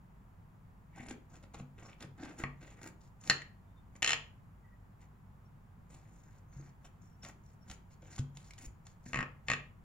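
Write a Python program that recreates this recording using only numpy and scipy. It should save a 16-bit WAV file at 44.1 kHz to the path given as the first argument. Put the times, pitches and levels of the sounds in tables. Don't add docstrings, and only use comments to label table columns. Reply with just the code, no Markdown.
import sys
import numpy as np
from scipy import signal
from scipy.fft import rfft, irfft, next_fast_len
from scipy.io import wavfile
from scipy.ndimage import uniform_filter1d, map_coordinates

SR = 44100
rng = np.random.default_rng(int(sys.argv[2]) if len(sys.argv) > 2 else 0)


def wav_out(sig):
    wavfile.write(sys.argv[1], SR, np.round(np.clip(np.atleast_2d(sig).T, -1, 1) * 32767).astype(np.int16))


N = 433927

# (frequency [Hz], relative density [dB per Hz])
ROOM_AIR_SPECTRUM = [(20, -8.5), (35, -8), (52, 4.5), (72, -10.5), (97, 4), (118, -3.5), (140, -1),
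                     (195, -5.5), (300, -19.5), (550, -24), (950, -19), (2000, -31.5), (4000, -45.5),
                     (9000, -50), (16000, -47.5)]
# (frequency [Hz], likeness [0-1])
ROOM_AIR_LIKENESS = [(50, .95), (150, 0.9), (400, 0.4), (1000, 0), (2500, 0), (12000, 0.8)]
# (frequency [Hz], t60 [s])
REVERB_T60 = [(100, 0.3), (500, .42), (1500, 0.32), (3000, 0.31), (6000, 0.27), (12000, 0.17)]
# (frequency [Hz], level [dB])
REVERB_LEVEL = [(100, -8.5), (400, -2), (1200, -4), (2600, -3), (4300, -6.5), (7000, -12.5), (14000, -9.5)]
# (frequency [Hz], likeness [0-1])
REVERB_LIKENESS = [(100, 1), (400, .7), (1000, .3), (3000, 0.056)]
# (frequency [Hz], level [dB], t60 [s])
TABLE_MODES = [(53.4, -10.5, .15), (96, -6.5, .1), (139.8, -1.5, 0.54), (178, 0, 0.064),
               (249.5, -7.5, 0.31), (334.4, -19, .07)]
# (time [s], level [dB], pitch [Hz], share passed to the table [dB])
PUSHES_THROUGH = [(1, -38.5, 252, -3.5), (1.111, -32, 251, -16), (1.606, -39.5, 201, 4.5),
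                  (2.048, -43.5, 187, 4), (2.437, -47, 48, -3), (6.565, -45, 149, 7),
                  (6.598, -45.5, 313, -6), (8.029, -45.5, 530, 0), (8.193, -38.5, 114.4, 14),
                  (8.195, -34.5, 241.5, -6.5), (8.669, -40, 52.4, 0), (9.063, -43.5, 218, 4)]
# (time of the swell's top [s], half length [s], pitch [Hz], width of each resonance [Hz], relative level [dB])
SQUEAK_TONES = [(0.994, 0.051, 2020, 700, -61.5), (1.867, 0.035, 5530, 150, -74),
                (3.748, .08, 3610, 60.1, -86), (4.694, 0.056, 1936, 120.4, -76),
                (5.463, .012, 5580, 120, -77), (6.582, 0.068, 6400, 448, -70.5),
                (6.858, 0.011, 5630, 220, -70), (7.5, .04, 5560, 130, -84),
                (7.086, 0.06, 5600, 132.4, -80.5), (7.231, 0.0072, 5500, 200, -55.5),
                (7.63, .03, 5500, 130, -79)]
# (frequency [Hz], relative level [dB], t60 [s])
DISH_MODES = [(460, -26, 0.089), (606, -22.5, .029), (1118, -11, 0.022), (1247, -16.5, 0.038),
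              (1518, -18, 0.0098), (1687, -12.5, 0.026), (1860, -6.5, 0.029), (2150, -8, .016),
              (2433, -5, 0.014), (2675, -6, .022), (2950, -4.5, 0.009), (3370, -12, 0.008),
              (3750, -13.5, .0086), (4200, -6.5, 0.014), (5210, -6.5, .01), (5500, -11.5, .0053),
              (6293, -9, .006), (6900, -1, 0.013), (8374, -20, 0.0074), (10700, -24.5, .013),
              (12200, -43, 0.0037)]
# (time [s], level of the first 3 ms, without table boom [dB])
TIP_KNOCKS = [(2.437, -34), (3.2982, -18), (3.308, -28.5), (3.419, -44.5), (4.0219, -31), (4.027, -25),
              (4.0446, -25.5), (4.0623, -30.5), (4.0756, -25), (4.0822, -34.5), (4.092, -27),
              (4.106, -26.5), (4.1192, -29.5), (4.1318, -25), (9.132, -35), (9.1437, -32.5),
              (9.1579, -33.5), (9.1727, -35), (9.189, -32), (9.206, -33), (9.2275, -36), (9.4838, -31.5),
              (9.5001, -27), (9.5155, -28), (9.5342, -30.5)]
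# (from time [s], treble from hardness of contact [dB], its change as the tip slides on [dB per s],
#  pitch favoured by that spot [Hz], by how much [dB], share passed to the table [dB])
GLASS_CONTACTS = [(2.432, -25.5, 0, 2150, 5, -4.5), (3.29, 7, -2, 4150, 9, -23),
                  (3.305, -10.5, 0.5, 1780, 6, -19), (4.02, 1.5, -9, 2990, 8.5, -31.5),
                  (9.13, -15.5, -100, 2440, 2.5, -9.5), (9.48, -9, -31, 2420, 4.5, -16.5)]
# (frequency [Hz], width [Hz], gain [dB])
BLADE_MODES = [(5690, 50, 4), (6835, 240, 10), (8630, 420, -2.5), (10040, 770, -1.5), (14270, 500, 0.5)]
# (time [s], relative peak level [dB])
CRUST_SNAPS = [(1.0855, -38), (1.1091, -34.5), (1.355, -48), (1.5436, -41), (2.006, -40), (2.0253, -35.5),
               (2.235, -39.5), (2.8154, -44), (2.88, -53), (3.238, -44), (3.275, -31.5), (6.8534, -48.5),
               (7.232, -43), (7.249, -33), (7.6992, -35.5), (7.713, -33), (8.188, -36), (8.3709, -36),
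               (8.508, -37.5), (8.5352, -41.5), (8.5809, -40), (8.8681, -38)]
# (frequency [Hz], relative density [dB per Hz])
CRUMB_SPECTRUM = [(25, 0.5), (55, 6.5), (100, -3.5), (170, 5), (235, 3), (350, 1), (520, -3.5), (780, -8),
                  (1250, -7.5), (1700, -8), (2200, -9.5), (3200, -18.5), (5000, -25), (9000, -43.5)]
# (frequency [Hz], relative density [dB per Hz])
CRUST_SPECTRUM = [(900, -13), (2000, -10), (3400, -7.5), (4500, -5.5), (6200, -2), (7200, -0.5),
                  (8000, -4.5), (10500, -11), (12500, -23), (15500, -20)]
# (start [s], length [s], crumb drag [dB], crust crackle [dB], growth from start to end [dB])
BLADE_STROKES = [(0.957, 0.11, -58, -69, -1.5), (1.081, 0.042, -49, -62.5, 0), (1.295, 0.076, -64, -73, 8),
                 (1.425, 0.026, -59, -72, -7), (1.534, 0.0098, -51.5, -63, 15),
                 (1.571, 0.033, -58.5, -68, 7), (1.777, .155, -59, -72.5, -0.5),
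                 (1.999, 0.038, -51.5, -59.5, 2.5), (2.175, 0.059, -54, -69, 12),
                 (2.242, 0.083, -54.5, -64, -7), (2.376, 0.042, -50, -54, 3.5),
                 (2.607, .13, -59.5, -68, -3), (2.766, .015, -61, -79, 6), (2.812, 0.063, -54, -54.5, 7),
                 (3.005, .075, -78, -74, -4), (3.2, .09, -63, -63, 21), (3.95, 0.014, -58.5, -67, 2),
                 (5.003, .04, -66.5, -74.5, -4), (5.899, 0.074, -66, -67, -1.5),
                 (5.981, 0.41, -72.5, -77.5, 2), (6.523, 0.17, -68, -73.5, 3.5),
                 (6.844, 0.015, -56, -64, 0), (7.011, 0.11, -78.5, -80, -7.5),
                 (7.228, 0.067, -55.5, -61, 1.5), (7.434, 0.11, -83, -78, -0.5),
                 (7.66, 0.03, -69.5, -72, 3), (7.701, 0.05, -59.5, -60.5, -12),
                 (7.901, 0.039, -70.5, -70.5, 1), (8.016, 0.1, -63.5, -74, -4),
                 (8.105, 0.067, -64.5, -61.5, 2), (8.177, 0.008, -52, -47.5, 2),
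                 (8.349, 0.14, -69.5, -63.5, -2), (8.576, 0.087, -60.5, -56.5, -0.5),
                 (8.851, 0.079, -79, -69, -3), (9.053, 0.09, -62.5, -64.5, -10.5),
                 (9.466, .012, -60.5, -66, 3)]

AIR_DB = -57
CUTOFF_HZ = 15800
BITE_S, SETTLE_S = 0.0044, 0.01132
EASE_DB, EASE_S = -16, 0.025
GRAZE_S, GRAZE_DB, GRAZE_JITTER = .008, -11.5, .25
DISH_SPREAD_LOW_HZ, DISH_SPREAD_HIGH_HZ, DISH_SPREAD_DB = 450, 2300, -6.5


def from_db(db):
    return 10 ** (np.asarray(db) / 20)


def rms_one(x):
    return x / np.sqrt(np.mean(x ** 2) + 1e-20)


def at_hz(points, hz):
    points = np.array(points)
    return np.interp(np.log(np.maximum(hz, 1)), np.log(points[:, 0]), points[:, 1])


def bins(size):
    return np.fft.rfftfreq(size, 1 / SR)


def colour(x, spectrum):
    size = next_fast_len(N)
    gain = from_db(at_hz(spectrum, bins(size)))
    return rms_one(irfft(rfft(x, size) * gain, size)[..., :N])


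def resonate(x, hz, width):
    r = np.exp(-np.pi * width / SR)
    feed = np.array([1, 0, -1]) * (1 - r * r) / 2
    return signal.lfilter(feed, [1, -2 * r * np.cos(2 * np.pi * hz / SR), r * r], x + 1e-18)


def bandpass(x, low_hz, high_hz):
    return signal.sosfilt(signal.butter(2, [low_hz, high_hz], "band", fs=SR, output="sos"), x)


def drift(rate):
    knots = rng.standard_normal(int(N / SR * rate) + 2)
    return rms_one(np.interp(np.arange(N) / SR * rate, np.arange(len(knots)), knots))


def stereo_noise(likeness, size):
    mid, side = rfft(rng.standard_normal((2, size)))
    alike = np.clip(at_hz(likeness, bins(size)), 0, 1)
    shared = np.sqrt((1 + alike) / 2) * mid
    opposed = np.sqrt((1 - alike) / 2) * side * [[1], [-1]]
    return irfft(shared + opposed, size)


def add(out, s, sound):
    start = round(s * SR)
    out[..., start:start + sound.shape[-1]] += sound[..., :N - start]


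def room_air(whine_hz=6970, whine_width=260, whine_db=-93):
    whine = rms_one(resonate(rng.standard_normal((2, N)), whine_hz, whine_width))
    air = colour(stereo_noise(ROOM_AIR_LIKENESS, size=next_fast_len(N)), ROOM_AIR_SPECTRUM)
    return from_db(AIR_DB) * air + from_db(whine_db) * whine


def reverb_tail(t, build_s=0.0016):
    white, hz_bins, tail = rfft(stereo_noise(REVERB_LIKENESS, size=len(t))), bins(len(t)), 0
    edges = np.geomspace(40, 20000, 19)
    for low, high in zip(edges, edges[1:]):
        hz = np.sqrt(low * high)
        fade = np.exp(-np.log(1000) * t / at_hz(REVERB_T60, hz)) * (1 - np.exp(-t / build_s))
        band = irfft(white * ((hz_bins >= low) & (hz_bins < high)), len(t))
        tail = tail + from_db(at_hz(REVERB_LEVEL, hz)) * band * fade / np.linalg.norm(fade)
    return tail


def near_scatter(t, near_s=0.002, near_hz=600):
    burst = rng.standard_normal((2, len(t))) * t * np.exp(-2 * t / near_s)
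    near = rms_one(burst) / np.sqrt(len(t))
    return signal.sosfilt(signal.butter(2, near_hz, "high", fs=SR, output="sos"), near + 1e-18)


def kitchen(x, near_db=-8, left_db=0.69, right_db=-0.13, right_lag_s=.000045):
    t = np.arange(SR * 2 // 3) / SR
    response = reverb_tail(t) + from_db(near_db) * near_scatter(t)
    late_right = map_coordinates(x, [np.arange(N) - right_lag_s * SR], order=3)
    direct = np.stack([x, late_right])
    reflected = signal.fftconvolve(x[None], response, axes=1)[:, :N]
    return (direct + reflected) * from_db([[left_db], [right_db]])


def table_ring():
    t = np.arange(SR // 2) / SR
    return sum(from_db(db - 60 * t / t60) * np.sin(2 * np.pi * hz * t) for hz, db, t60 in TABLE_MODES)


def pushes(cycles=1.3):
    out, boom, t = np.zeros(N), table_ring(), np.arange(SR // 6) / SR
    for s, db, hz, table_db in PUSHES_THROUGH:
        wobble = np.sin(2 * np.pi * hz * t) * np.exp(-t * hz / cycles)
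        shaken = signal.fftconvolve(boom, wobble / np.abs(wobble).sum())
        add(out, s, from_db(db) * wobble)
        add(out, s, from_db(db + table_db) * shaken)
    return out


def squeaks(flutter_db=4):
    out, t = np.zeros(N), np.arange(-SR // 5, SR // 5) / SR
    for s, half, hz, width, db in SQUEAK_TONES:
        once = resonate(rng.standard_normal(len(t)), hz, width)
        tone = rms_one(resonate(once, hz, width))
        add(out, s + t[0], from_db(db) * np.exp(-(t / half) ** 2) * tone)
    return out * rms_one(from_db(flutter_db * drift(90)))


def contact_at(s):
    place = max(sum(row[0] <= s for row in GLASS_CONTACTS) - 1, 0)
    start, treble_db, slide_db_per_s, *spot = GLASS_CONTACTS[place]
    return treble_db + slide_db_per_s * (s - start), *spot


def touches():
    delays = GRAZE_S * (1 + GRAZE_JITTER * rng.uniform(-1, 1, len(TIP_KNOCKS)))
    grazes = [(s + delay, db + GRAZE_DB) for (s, db), delay in zip(TIP_KNOCKS, delays)]
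    return list(TIP_KNOCKS) + grazes


def dish_ring(t, treble_db, spot_hz, spot_db, detune=0.009, spread_s=0.000615, spot_octaves=0.13, hard_hz=2500):
    hz, mode_db, t60 = np.array(DISH_MODES).T[:, :, None]
    shift, lateness = rng.standard_normal((2, len(DISH_MODES), 1))
    hardness_db = treble_db / (1 + (hard_hz / hz) ** 5)
    favour_db = spot_db * np.exp(-(np.log2(hz / spot_hz) / spot_octaves) ** 2)
    age = np.maximum(t - spread_s * np.abs(lateness), 0)
    gain = from_db(mode_db + hardness_db + favour_db) * np.exp(-np.log(1000) * age / t60)
    modes = np.sign(lateness) * gain * np.sin(2 * np.pi * hz * (1 + detune * shift) * age)
    return np.sum(modes, axis=0)


def knocks(crack_db=-9, crack_s=0.0025, contact_hz=12000):
    out, t, boom = np.zeros(N), np.arange(SR // 16) / SR, table_ring()
    attack = 3 * SR // 1000
    for s, db in touches():
        treble_db, spot_hz, spot_db, thud_db = contact_at(s)
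        ring = dish_ring(t, treble_db, spot_hz, spot_db)
        crack = bandpass(rng.standard_normal(len(t)) * np.exp(-t / crack_s), 1000, 6500)
        crack_gain = from_db(crack_db + treble_db / 2)
        knock = ring / np.std(ring[:attack]) + crack_gain * crack / np.std(crack[:attack])
        add(out, s, from_db(db) * knock / np.std(knock[:attack]))
        add(out, s, from_db(db + thud_db) * boom)
    return signal.sosfilt(signal.butter(2, contact_hz, fs=SR, output="sos"), out + 1e-18)


def dish_width(x):
    band = bandpass(x + 1e-18, DISH_SPREAD_LOW_HZ, DISH_SPREAD_HIGH_HZ)
    side = -np.imag(signal.hilbert(band, next_fast_len(N)))[:N]
    return from_db(DISH_SPREAD_DB) * side * [[1], [-1]]


def blade(x):
    return x + sum(from_db(db) * resonate(x, hz, width) for hz, width, db in BLADE_MODES)


def snaps(decay_s=0.0026, low_hz=700, high_hz=6000, level_db=-4):
    out, t = np.zeros(N), np.arange(SR // 50) / SR
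    for s, db in CRUST_SNAPS:
        crack = rng.standard_normal(len(t)) * np.exp(-t / decay_s)
        burst = blade(bandpass(crack, low_hz, high_hz))
        add(out, s, from_db(db + level_db) * burst / np.abs(burst).max())
    return out


def grains(per_s, spread_db, clump_db):
    sizes = from_db(spread_db * np.minimum(rng.exponential(1, N), 4)) * rng.choice([-1, 1], N)
    fractures = rng.random(N) < per_s / SR
    clicks = sizes * fractures * from_db(clump_db * drift(160))
    return clicks / np.sqrt(np.abs(uniform_filter1d(clicks ** 2, size=1800)) + 1e-9)


def wander(x, shift_db=3.5, rate=14):
    size, out = next_fast_len(N), 0
    spectrum = rfft(x, size)
    octave = np.clip(np.log2(np.maximum(bins(size), 1) / 200), 0, 6)
    for k in range(13):
        share = np.maximum(1 - np.abs(2 * octave - k), 0)
        out = out + irfft(spectrum * share, size)[:N] * from_db(shift_db * drift(rate))
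    return rms_one(out)


def stroke_shape(t, length, growth_db):
    before, after = np.maximum(-t, 0), np.maximum(t - length, 0)
    ease = from_db(EASE_DB) * np.exp(-before / EASE_S)
    bite = np.clip(t / BITE_S, 0, 1)
    force = from_db(growth_db * (np.clip(t / length, 0, 1) - .5))
    return np.maximum(bite, ease) * force * np.exp(-after / SETTLE_S)


def cutting():
    t = np.arange(-SR // 5, SR * 2 // 3) / SR
    drag, crackle = np.zeros(N), np.zeros(N)
    for s, length, drag_db, crackle_db, growth_db in BLADE_STROKES:
        shape = stroke_shape(t, length, growth_db)
        add(drag, s + t[0], from_db(drag_db) * shape)
        add(crackle, s + t[0], from_db(crackle_db) * shape)
    crumb = wander(colour(grains(per_s=2200, spread_db=3.5, clump_db=3.5), CRUMB_SPECTRUM))
    crust = wander(blade(colour(grains(per_s=1200, spread_db=2.0, clump_db=3.5), CRUST_SPECTRUM)))
    return drag * crumb + crackle * crust


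def scene():
    cake, dish = cutting() + snaps(), knocks()
    return room_air() + kitchen(pushes() + squeaks() + dish + cake) + dish_width(dish)


def record(dry):
    return signal.sosfilt(signal.ellip(10, .1, 70, CUTOFF_HZ, fs=SR, output="sos"), dry)


dry = scene()
out = record(dry)
wav_out(out)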